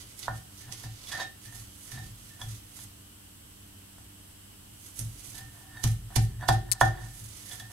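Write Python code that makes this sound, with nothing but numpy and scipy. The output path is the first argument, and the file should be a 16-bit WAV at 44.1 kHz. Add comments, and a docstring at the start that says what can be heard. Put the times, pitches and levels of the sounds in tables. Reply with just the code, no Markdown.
"""Coconut paste crunches as a stone roller is pushed to and fro over a stone slab on a kitchen floor.
Bare stone scrapes and rings the roller; it is thumped down four times; a brittle piece cracks.
Random clicks make crunch and scrape; dying modes make stone and the bass boom of the small hard room.
Steady noise and wavering tones make the kitchen air and a motor's hum. The slab is nearer the right port."""
import sys
import numpy as np
from scipy import signal
from scipy.fft import rfft, irfft, next_fast_len
from scipy.io import wavfile
from scipy.ndimage import uniform_filter1d

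SR = 44100
rng = np.random.default_rng(int(sys.argv[2]) if len(sys.argv) > 2 else 0)


def wav_record(signal):
    """Record a signal, one row per channel, as 16-bit PCM in the file named by sys.argv[1]."""
    frames = np.transpose(np.atleast_2d(signal))
    bounded = np.clip(frames, -1, 1)
    # unit amplitude maps onto the largest positive 16-bit level
    quanta = np.round(bounded * 32767).astype(np.int16)
    wavfile.write(sys.argv[1], SR, quanta)


N = 340440  # samples


def amp(db):
    """Decibels to gain."""
    return 10 ** (np.asarray(db) / 20)


def evened(x):
    """Scales to rms 1."""
    return x / np.sqrt(np.mean(x ** 2) + 1e-20)


def read(points, hz):
    """Reads a table on a log-frequency axis."""
    f, value = np.transpose(points)
    return np.interp(np.log(hz + 1), np.log(f + 1), value)


def add(mix, s, sound):
    """Mixes a sound in at a time."""
    part = mix[round(s * SR):][:len(sound)]
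    part += sound[:len(part)]


def coloured(x, points, share=1):
    """Filters by a table of dB, scaled by share."""
    length = x.shape[-1]
    size = next_fast_len(length)
    gain = amp(share * read(points, np.fft.rfftfreq(size, 1 / SR)))
    return irfft(rfft(x, size) * gain, size)[..., :length]


def ring(modes, seconds):
    """Impulse response of exponentially dying modes, peak 1."""
    t = np.arange(round(seconds * SR)) / SR
    out = sum(sign * amp(db - 60 * t / t60) * np.sin(2 * np.pi * hz * t) for hz, db, t60, sign in modes)
    return out / abs(out).max()


def grit(per_s, spread_db):
    """Random clicks of both signs, a few large, rms 1."""
    size = amp(spread_db * np.minimum(rng.exponential(1, N), 4))
    sign = rng.choice([-1., 1.], N)
    return evened(size * sign * (rng.random(N) < per_s / SR))


def swells(rows):
    """Power sum of swells, each rising to its peak and falling away evenly in dB."""
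    t, power = np.arange(0, N + 64, 64) / SR, 0
    for s, rise_s, fall_s, db in rows:
        below_peak_db = 20 * np.where(t < s, (s - t) / rise_s, (t - s) / fall_s)
        power = power + amp(db - below_peak_db) ** 2
    return uniform_filter1d(np.interp(np.arange(N) / SR, t, np.sqrt(power)), 200)


# crackle colour of pulp: (frequency [Hz], level [dB])
PASTE_COLOUR = [(880, -3), (1500, -2.5), (1660, -14), (1770, -48), (1920, 1.5), (2480, -3), (3470, -2),
                (5560, 1), (6320, 4), (7400, 1.5), (10300, 3), (11800, 0), (15800, -14)]
# pulp crushed under roller: (peak time [s], rise per 20 dB [s], fall per 20 dB [s], level [dB],
#                             wetness as treble tilt [dB])
CRUNCHES = [(0.0, .05, 0.05, -50.5, -4), (0.104, 0.14, 0.13, -60.5, 2), (0.198, 0.035, 0.042, -50, 12),
            (0.245, 0.084, 0.06, -55, -6), (0.37, 0.051, 0.044, -55, 8), (0.615, 0.14, 0.094, -56.5, 3),
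            (0.735, 0.047, 0.047, -57.5, -3), (0.8, 0.073, 0.079, -54, 2), (1.06, 0.059, 0.16, -63, 17),
            (1.14, 0.086, 0.15, -60, -20), (1.225, 0.46, 0.034, -49.5, -34), (1.456, .06, 0.071, -54, 2),
            (1.56, 0.072, .2, -54, 8), (1.83, 0.17, 0.22, -55.5, 24), (1.93, 0.14, 0.18, -56.5, -1),
            (2.045, .05, 0.088, -57, 2), (2.27, 0.23, 0.25, -59.5, 6), (2.42, 0.048, .1, -58.5, 11),
            (2.52, 0.14, 0.17, -57, 2.5), (2.77, 0.094, 0.067, -59, 5), (2.84, 0.21, 0.0094, -53.5, 22),
            (4.876, 0.17, 0.086, -54.5, 15), (4.995, 0.11, .12, -51, 38), (5.182, 0.11, .3, -60, 5),
            (5.282, 0.13, 0.16, -53, 25), (5.388, 0.25, 0.077, -54, 7), (5.55, .15, 0.23, -65, 14),
            (5.615, .03, .04, -62, 25), (5.915, 0.15, .08, -51, 27), (6.22, 0.1, 0.088, -48.5, 20),
            (6.53, 0.038, 0.066, -49, 6), (6.862, 0.084, 0.06, -48, -1), (7.03, 0.099, 0.24, -58.5, 2),
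            (7.22, 0.21, 0.12, -51, 30), (7.361, 0.24, 0.32, -57, 2.5), (7.53, 0.23, 0.1, -52, 11),
            (7.606, .1, 0.04, -68, 8), (7.72, 0.085, .1, -60, 6)]
# roller meets slab; also played by stone() and boom(): (time [s], slab body [dB], slab edge [dB],
#   roller ring [dB], roller tick [dB], roller pings [dB], paste splat [dB],
#   splat wetness as treble tilt [dB], thud [dB])
KNOCKS = [(0.23, -70, -65, -85, -47, -42, -55, -16, -60),
          (0.281, -31, -12.5, -33.5, -59, -56, -70, -3, -32),
          (0.691, -48.5, -43, -66, -58, -62, -68, 0, -42),
          (0.725, -69, -66, -55, -58.5, -54, -47.5, -10, -50),
          (0.838, -46, -38, -44, -65, -48, -54.5, -4, -34), (1.072, -74, -59, -60, -40, -50, -59, 8, -70),
          (1.118, -47, -50, -41, -34, -49, -55, 0, -45.5), (1.2, -40, -24.5, -37, -42, -32, -55, -12, -53),
          (1.525, -55, -45, -48.5, -59, -65, -78, 2, -49.5), (1.919, -50, -43, -45, -55, -49, -55, 3, -41),
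          (1.974, -46, -53, -43, -61, -47, -83, 0, -40),
          (2.416, -42.5, -32.5, -46, -33.5, -53, -55.5, -4, -38),
          (2.79, -67, -42.5, -56, -53, -55, -62, 2, -50), (3.983, -57, -44, -64, -73, -71, -74, 7, -53),
          (4.974, -70, -50, -67, -67, -54, -66, 24, -41.5),
          (4.993, -65, -58, -55, -65, -60, -53.5, 29, -31.5), (5.345, -64, -45, -59, -58, -48, -79, 0, -48),
          (5.771, -47, -56, -39.5, -67, -47.5, -70, 4, -50),
          (5.84, -35.5, -32, -39, -66, -47, -34, -7.5, -15.5),
          (5.875, -55, -50, -43, -57, -56, -39.5, 2, -50), (6.104, -43, -44, -70, -67, -67, -77, 2, -57),
          (6.162, -25.5, -23, -35, -41, -53, -29.5, -7, -13), (6.41, -58, -47, -41, -61, -64, -63, 4, -34),
          (6.488, -10, -6.5, -20, -30, -27.5, -30.5, -11, -15),
          (6.812, -8.5, 1.5, -11.5, -24.5, -33, -32, 0, -16),
          (7.514, -48, -54, -43, -39, -46, -58, -5, -46), (7.6, -46, -50, -41, -41, -47, -54, 6, -58)]
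SQUEEZE_T60_S, BURST_T60_S, TRICKLE_SHARE = 0.019, 0.0043, 0.53
TRICKLE_T60_S, TRICKLE_S_PER_DB, TRICKLE_MIN_S = 0.11, -0.094, .05  # at -55 dB; louder is shorter


def paste():
    """Dense crackle of crushed pulp; wet paste sounds brighter; each knock splats it."""
    crackle = coloured(grit(per_s=7000, spread_db=2.5), PASTE_COLOUR)
    dull = evened(coloured(crackle, [(5000, -6.0), (9000, -17.5)]))
    bright = evened(coloured(crackle, [(5000, -13.5), (9000, -5)]))
    flutter = amp(2.3 * evened(uniform_filter1d(rng.standard_normal(N), 500)))

    # wetness splits each crunch's power between dull and bright
    low_rows = [(*row, db - 10 * np.log10(1 + amp(2 * wet_db))) for *row, db, wet_db in CRUNCHES]
    high_rows = [(*row, db - 10 * np.log10(1 + amp(-2 * wet_db))) for *row, db, wet_db in CRUNCHES]
    low, high = flutter * swells(low_rows), flutter * swells(high_rows)

    t = np.arange(-.04, .3, 1 / SR)
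    for s, *_, splat_db, wet_db, _ in KNOCKS:
        # squeezed just before contact, then burst and trickle
        trickle_t60_s = max(TRICKLE_T60_S + TRICKLE_S_PER_DB * (splat_db + 55), TRICKLE_MIN_S)
        burst = amp(-60 * abs(t) / BURST_T60_S)
        trickle = TRICKLE_SHARE * amp(-60 * abs(t) / trickle_t60_s)
        shape = amp(splat_db) * np.where(t < 0, amp(60 * t / SQUEEZE_T60_S), burst + trickle)
        add(low, s + t[0], shape * amp(-wet_db / 2))
        add(high, s + t[0], shape * amp(wet_db / 2))
    return low * dull + high * bright


# mode families: slab body, slab edge, roller ring, roller tick, roller pings;
# each a list of (frequency [Hz], level [dB], t60 [s], polarity)
STONE_MODES = [
    [(340, 10, .06, 1), (704, -12, .1, 1), (748, -8, .2, 1), (772, -2, .22, 1), (785, 0, .07, 1),
     (845, -6, .1, 1)],
    [(680, -6, .03, 1), (940, -3, .03, 1), (1000, -2, .04, 1), (1095, -3, .04, 1), (1190, -4, .03, 1),
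     (1280, -5, .04, 1), (1400, -4, .04, 1), (1447, -1, .08, 1), (1520, -3, .04, 1), (1580, -5, .03, 1)],
    [(1772, 0, .17, 1), (1808, 0, .24, 1)],
    [(3400, 0, .035, 1)],
    [(3770, 0, .22, 1), (4510, -5, .12, 1), (6290, -8, .06, 1)],
]
# bare stone slides on stone: (peak time [s], rise per 20 dB [s], fall per 20 dB [s],
#                              contact level [dB], roller singing re contact [dB])
SCRAPES = [(0.275, 0.026, 0.15, -44.5, -16), (0.69, 0.096, 0.03, -54.5, 1), (0.85, 0.024, 0.037, -52, -9),
           (1.129, 0.025, 0.071, -37.5, 3), (1.209, 0.075, 0.031, -33, -2.5),
           (1.46, .03, 0.089, -62.5, 7.5), (1.99, 0.12, 0.038, -51, 0.5), (2.3, 0.059, 0.34, -70, 6),
           (2.419, 0.042, 0.019, -43.5, -3), (5.388, 0.074, 0.063, -51, 2.5), (5.55, .06, 0.37, -54.5, -7),
           (5.76, 0.12, 0.17, -50, -2), (6.115, 0.037, 0.18, -49.5, -8), (6.31, .03, 0.17, -60.5, 2.5),
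           (6.432, 0.034, 0.044, -31.5, -5), (6.745, 0.2, 0.09, -48, -4), (6.989, 0.3, 0.16, -45, -2),
           (7.53, 0.11, 0.027, -52, -1), (7.606, 0.034, .06, -56.5, 6), (7.72, 0.075, .05, -52, -9)]
# per family: (share under a scrape [dB])
SCRAPE_DB = [-12.5, -7.5, 0.5, -19, -13]
# per family: (contact length [samples]); slab is met through more pulp than roller
CONTACT_SAMPLES = [30, 34, 20, 6, 6]


def stone():
    """Slips of bare stone and knocks drive the same modes; the spot struck sets their shares."""
    coarse_rows = [row[:-1] for row in SCRAPES]
    fine_rows = [(*row, db + sing_db) for *row, db, sing_db in SCRAPES]
    coarse = swells(coarse_rows) * grit(per_s=1100, spread_db=5.0)
    fine = swells(fine_rows) * grit(per_s=2000, spread_db=3.0)  # keeps the roller singing

    out = np.zeros((len(STONE_MODES), N))
    for k, modes in enumerate(STONE_MODES):
        contact = signal.windows.hann(CONTACT_SAMPLES[k])
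        body = signal.oaconvolve(ring(modes, seconds=.4), contact)
        body /= abs(body).max()
        drive = amp(SCRAPE_DB[k]) * (fine if k > 1 else coarse)
        out[k] = signal.oaconvolve(drive, body)[:N] / np.linalg.norm(body)
        for row in KNOCKS:
            add(out[k], row[0], amp(row[1 + k]) * body)
    # small stones radiate no bass
    return signal.sosfilt(signal.butter(4, 620, "high", fs=SR, output="sos"), out)


# floor and room boom: (frequency [Hz], level [dB], t60 [s], polarity at the microphone)
BOOM_MODES = [(46.2, -8, 0.92, 0.4), (59.7, -27, 1, -0.27), (71.9, -12, 0.52, 0.91), (105, -12, .58, -1),
              (111.5, 0, .42, 1), (117.7, -13, .6, -1), (130.8, -6.5, 0.29, -0.83), (159.8, -13, 0.51, 0.5),
              (193.4, -19.5, 0.61, 0.42), (222.2, -14, 0.19, 0.78), (300.4, -21.5, 0.17, 0.92),
              (372, -27, 0.15, 0.74)]
# weight leans on slab, or a thump's boom swells back:
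# (peak time [s], rise per 20 dB [s], fall per 20 dB [s], level [dB])
BASS_SWELLS = [(0.04, 0.096, 0.026, -45), (0.34, 0.16, 0.072, -40.5), (0.67, .1, 0.079, -43.5),
               (0.85, 0.036, .11, -69), (1.24, 0.11, 0.037, -44.5), (1.46, .03, 0.33, -47.5),
               (1.56, .2, 0.09, -44.5), (1.95, .06, 0.21, -35), (2.27, .03, 0.14, -50.5),
               (2.46, 0.077, 0.043, -36), (2.9, .15, 0.092, -52), (4.7, 0.065, .14, -55),
               (5.026, 0.028, 0.12, -39), (5.27, 0.092, .13, -50), (5.442, 0.079, .07, -43),
               (5.75, 0.26, 0.017, -47.5), (5.97, 0.043, 0.014, -41), (6.076, 0.048, .02, -42),
               (6.3, 0.063, 0.017, -35), (6.374, .04, 0.049, -33.5), (6.62, 0.024, 0.076, -39),
               (7.012, .03, 0.099, -41), (7.24, 0.18, 0.083, -41), (7.61, 0.027, 0.071, -45.5)]
THUD_LAG_S = 0.0039  # floor answers a little late


def boom():
    """Knocks and bass swells (leaning weight or a returning boom) drive the floor's and room's low modes."""
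    push = swells(BASS_SWELLS) * grit(per_s=510, spread_db=5.5)
    body = ring(BOOM_MODES, seconds=0.74)
    body *= np.minimum(np.arange(len(body)) / SR / 0.0023, 1)  # heavy slab takes a moment to move
    out = signal.oaconvolve(push, body)[:N] / np.linalg.norm(body)
    for s, *_, thud_db in KNOCKS:
        add(out, s + THUD_LAG_S, amp(thud_db) * body)
    return out


# brittle piece cracks near the left port: (time [s], level before colour [dB])
CRACKS = [(6.716, -0.5), (6.7205, 1.5), (6.7217, -21), (6.722, -14.5), (6.7254, -9.5)]
# snap colour: (frequency [Hz], level [dB])
CRACK_COLOUR = [(1000, -57.5), (2000, -17), (3500, -7), (4400, 2), (5400, 0.5), (8300, 4.5), (12000, -1.5),
                (15800, -14)]


def cracks():
    """Sharp snaps of fast-dying random-sign noise, with a short fizz of splinters."""
    out, t = np.zeros(N), np.arange(60) / SR
    shapes = rng.choice([-1., 1.], (len(CRACKS), 60))
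    envelope = np.minimum(t / .0002, 1) * amp(-60 * t / .003)
    for (s, db), shape in zip(CRACKS, shapes):
        add(out, s, amp(db) * shape * envelope)
    fizz = rng.standard_normal(480) * np.linspace(1, .5, 480)
    add(out, 6.7247, amp(-22.0) * fizz)
    return coloured(out, CRACK_COLOUR)


# kitchen noise spectrum: (frequency [Hz], relative density [dB per Hz])
AIR_COLOUR = [(12, -38), (25, -12), (70, -3), (101, -9), (150, -12.5), (300, -13.5), (380, -19),
              (1560, -23), (2400, -26), (3020, -17), (3600, -24), (7200, -25), (7950, -16.5), (8600, -21),
              (13400, -23.5), (14300, -30.5), (15800, -30)]
AIR_RMS_DB = -52
# noise likeness of the ports: (frequency [Hz], left-right correlation)
PORT_LIKENESS = [(60, 0.91), (180, 1), (550, -0.57), (1650, 0.2), (4970, -0.22), (15000, 0.074)]
# noise balance: (frequency [Hz], left over right [dB])
AIR_BALANCE = [(60, 0), (240, -1.5), (950, -2), (3770, 1.5), (15000, -5)]
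# motor hum: (frequency [Hz], level before waver [dB rms])
HUM = [(96.9, -59.5), (199.2, -66.5), (296.1, -67), (398.4, -78.5)]


def air():
    """Steady kitchen noise, most alike in both ports in the bass, and a motor's wavering hum."""
    frames, hz = N // 512 + 5, np.fft.rfftfreq(2048, 1 / SR)
    a, b, c, d, patches = rng.standard_normal((frames, 1025, 5)).T
    patches = evened(uniform_filter1d(uniform_filter1d(patches, 20, 0), 8, 1))

    same = np.clip(read(PORT_LIKENESS, hz), -1, 1)[:, None]
    left = a + 1j * b
    right = same * left + np.sqrt(1 - same ** 2) * (c + 1j * d)
    z = np.array([left, right])
    z *= amp(read(AIR_COLOUR, hz)[:, None] + 0.29 * patches)
    z *= amp(np.multiply.outer([.5, -.5], read(AIR_BALANCE, hz)))[..., None]
    noise = amp(AIR_RMS_DB) * evened(signal.istft(z, nperseg=2048, noverlap=1536)[1][:, :N])

    waver = evened(uniform_filter1d(rng.standard_normal(N), 6000))
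    t = np.arange(N) / SR
    # +3 dB turns rms into peak
    hum = sum(amp(db + 3.0 + 1.5 * waver) * np.sin(2 * np.pi * f * t + 0.53 * waver) for f, db in HUM)
    return noise + hum


# reverberation: (frequency [Hz], t60 [s])
ROOM_T60 = [(300, 0.57), (800, 0.16), (1800, 0.32), (4000, 0.31), (10000, 0.12)]


def room(x):
    """Sparse taps of random sign, each band dying at its own speed, other taps per port."""
    taps = np.zeros((2, SR // 2))
    at = np.arange(60, SR // 2 - 20, 20)
    at = at + rng.integers(0, 20, (2, len(at)))
    np.put_along_axis(taps, at, rng.choice([-1., 1.], at.shape), 1)
    hz, t, z = signal.stft(taps, SR, nperseg=256)
    decay = amp(-60 * t / read(ROOM_T60, hz)[:, None])
    tail = signal.istft(z * decay, SR, nperseg=256)[1]
    return signal.fftconvolve(x[None], tail / np.linalg.norm(tail[0]), axes=1)[:, :N]


# paste balance: (frequency [Hz], left over right [dB])
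NEAR_BALANCE = [(60, 12), (240, -11.5), (950, -1), (3770, -19.5), (15000, -16)]
LEFT_LAG_SAMPLES = 27


def ports(x):
    """The crunch reaches the left port later and with less treble."""
    late = np.pad(x, (LEFT_LAG_SAMPLES, 0))[:N]
    return np.array([coloured(late, NEAR_BALANCE, share=.5), coloured(x, NEAR_BALANCE, share=-.5)])


# per stone family: (send to the room [dB])
WET_DB = [7.5, -6, -8.5, -4, -8]


def scene():
    """All sources with their share of the room."""
    ringing, pulp, snaps = stone(), paste(), cracks()
    wet = room(amp(WET_DB) @ ringing + amp(1.0) * pulp + amp(-20) * snaps)
    snapped = np.array([amp(3.0) * snaps, amp(-9.5) * np.pad(snaps, (20, 0))[:N]])
    rung = amp([[-1.5], [1.5]]) * ringing.sum(0)
    low = boom()
    low = np.array([low, np.pad(low, (14, 0))[:N]])  # the boom reaches the left port first
    return ports(pulp) + rung + wet + snapped + low + air()


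DUCK_FROM_DB, DUCK_DB_PER_DB, RECOVER_DB_PER_S = -31, 0.21, 50.5
EDGE_HZ = 15800


def record(dry):
    """Gain control dips a little after loud sounds; peaks round off softly; then the band limit."""
    power = uniform_filter1d((dry ** 2).mean(0), 800, origin=399)  # trailing window
    power_db = 10 * np.log10(abs(power) + 1e-12)
    fall_db = np.arange(N) * RECOVER_DB_PER_S / SR
    held_db = np.maximum.accumulate(power_db + fall_db) - fall_db
    over_db = np.maximum(held_db - DUCK_FROM_DB, 0)
    duck_db = DUCK_DB_PER_DB * uniform_filter1d(over_db, 800, origin=399)
    dry = np.tanh(dry / amp(duck_db))
    band = signal.firwin(1023, EDGE_HZ, window=("kaiser", 9), fs=SR)
    return signal.oaconvolve(dry, band[None], "same")


dry = scene()
out = record(dry)
wav_record(out)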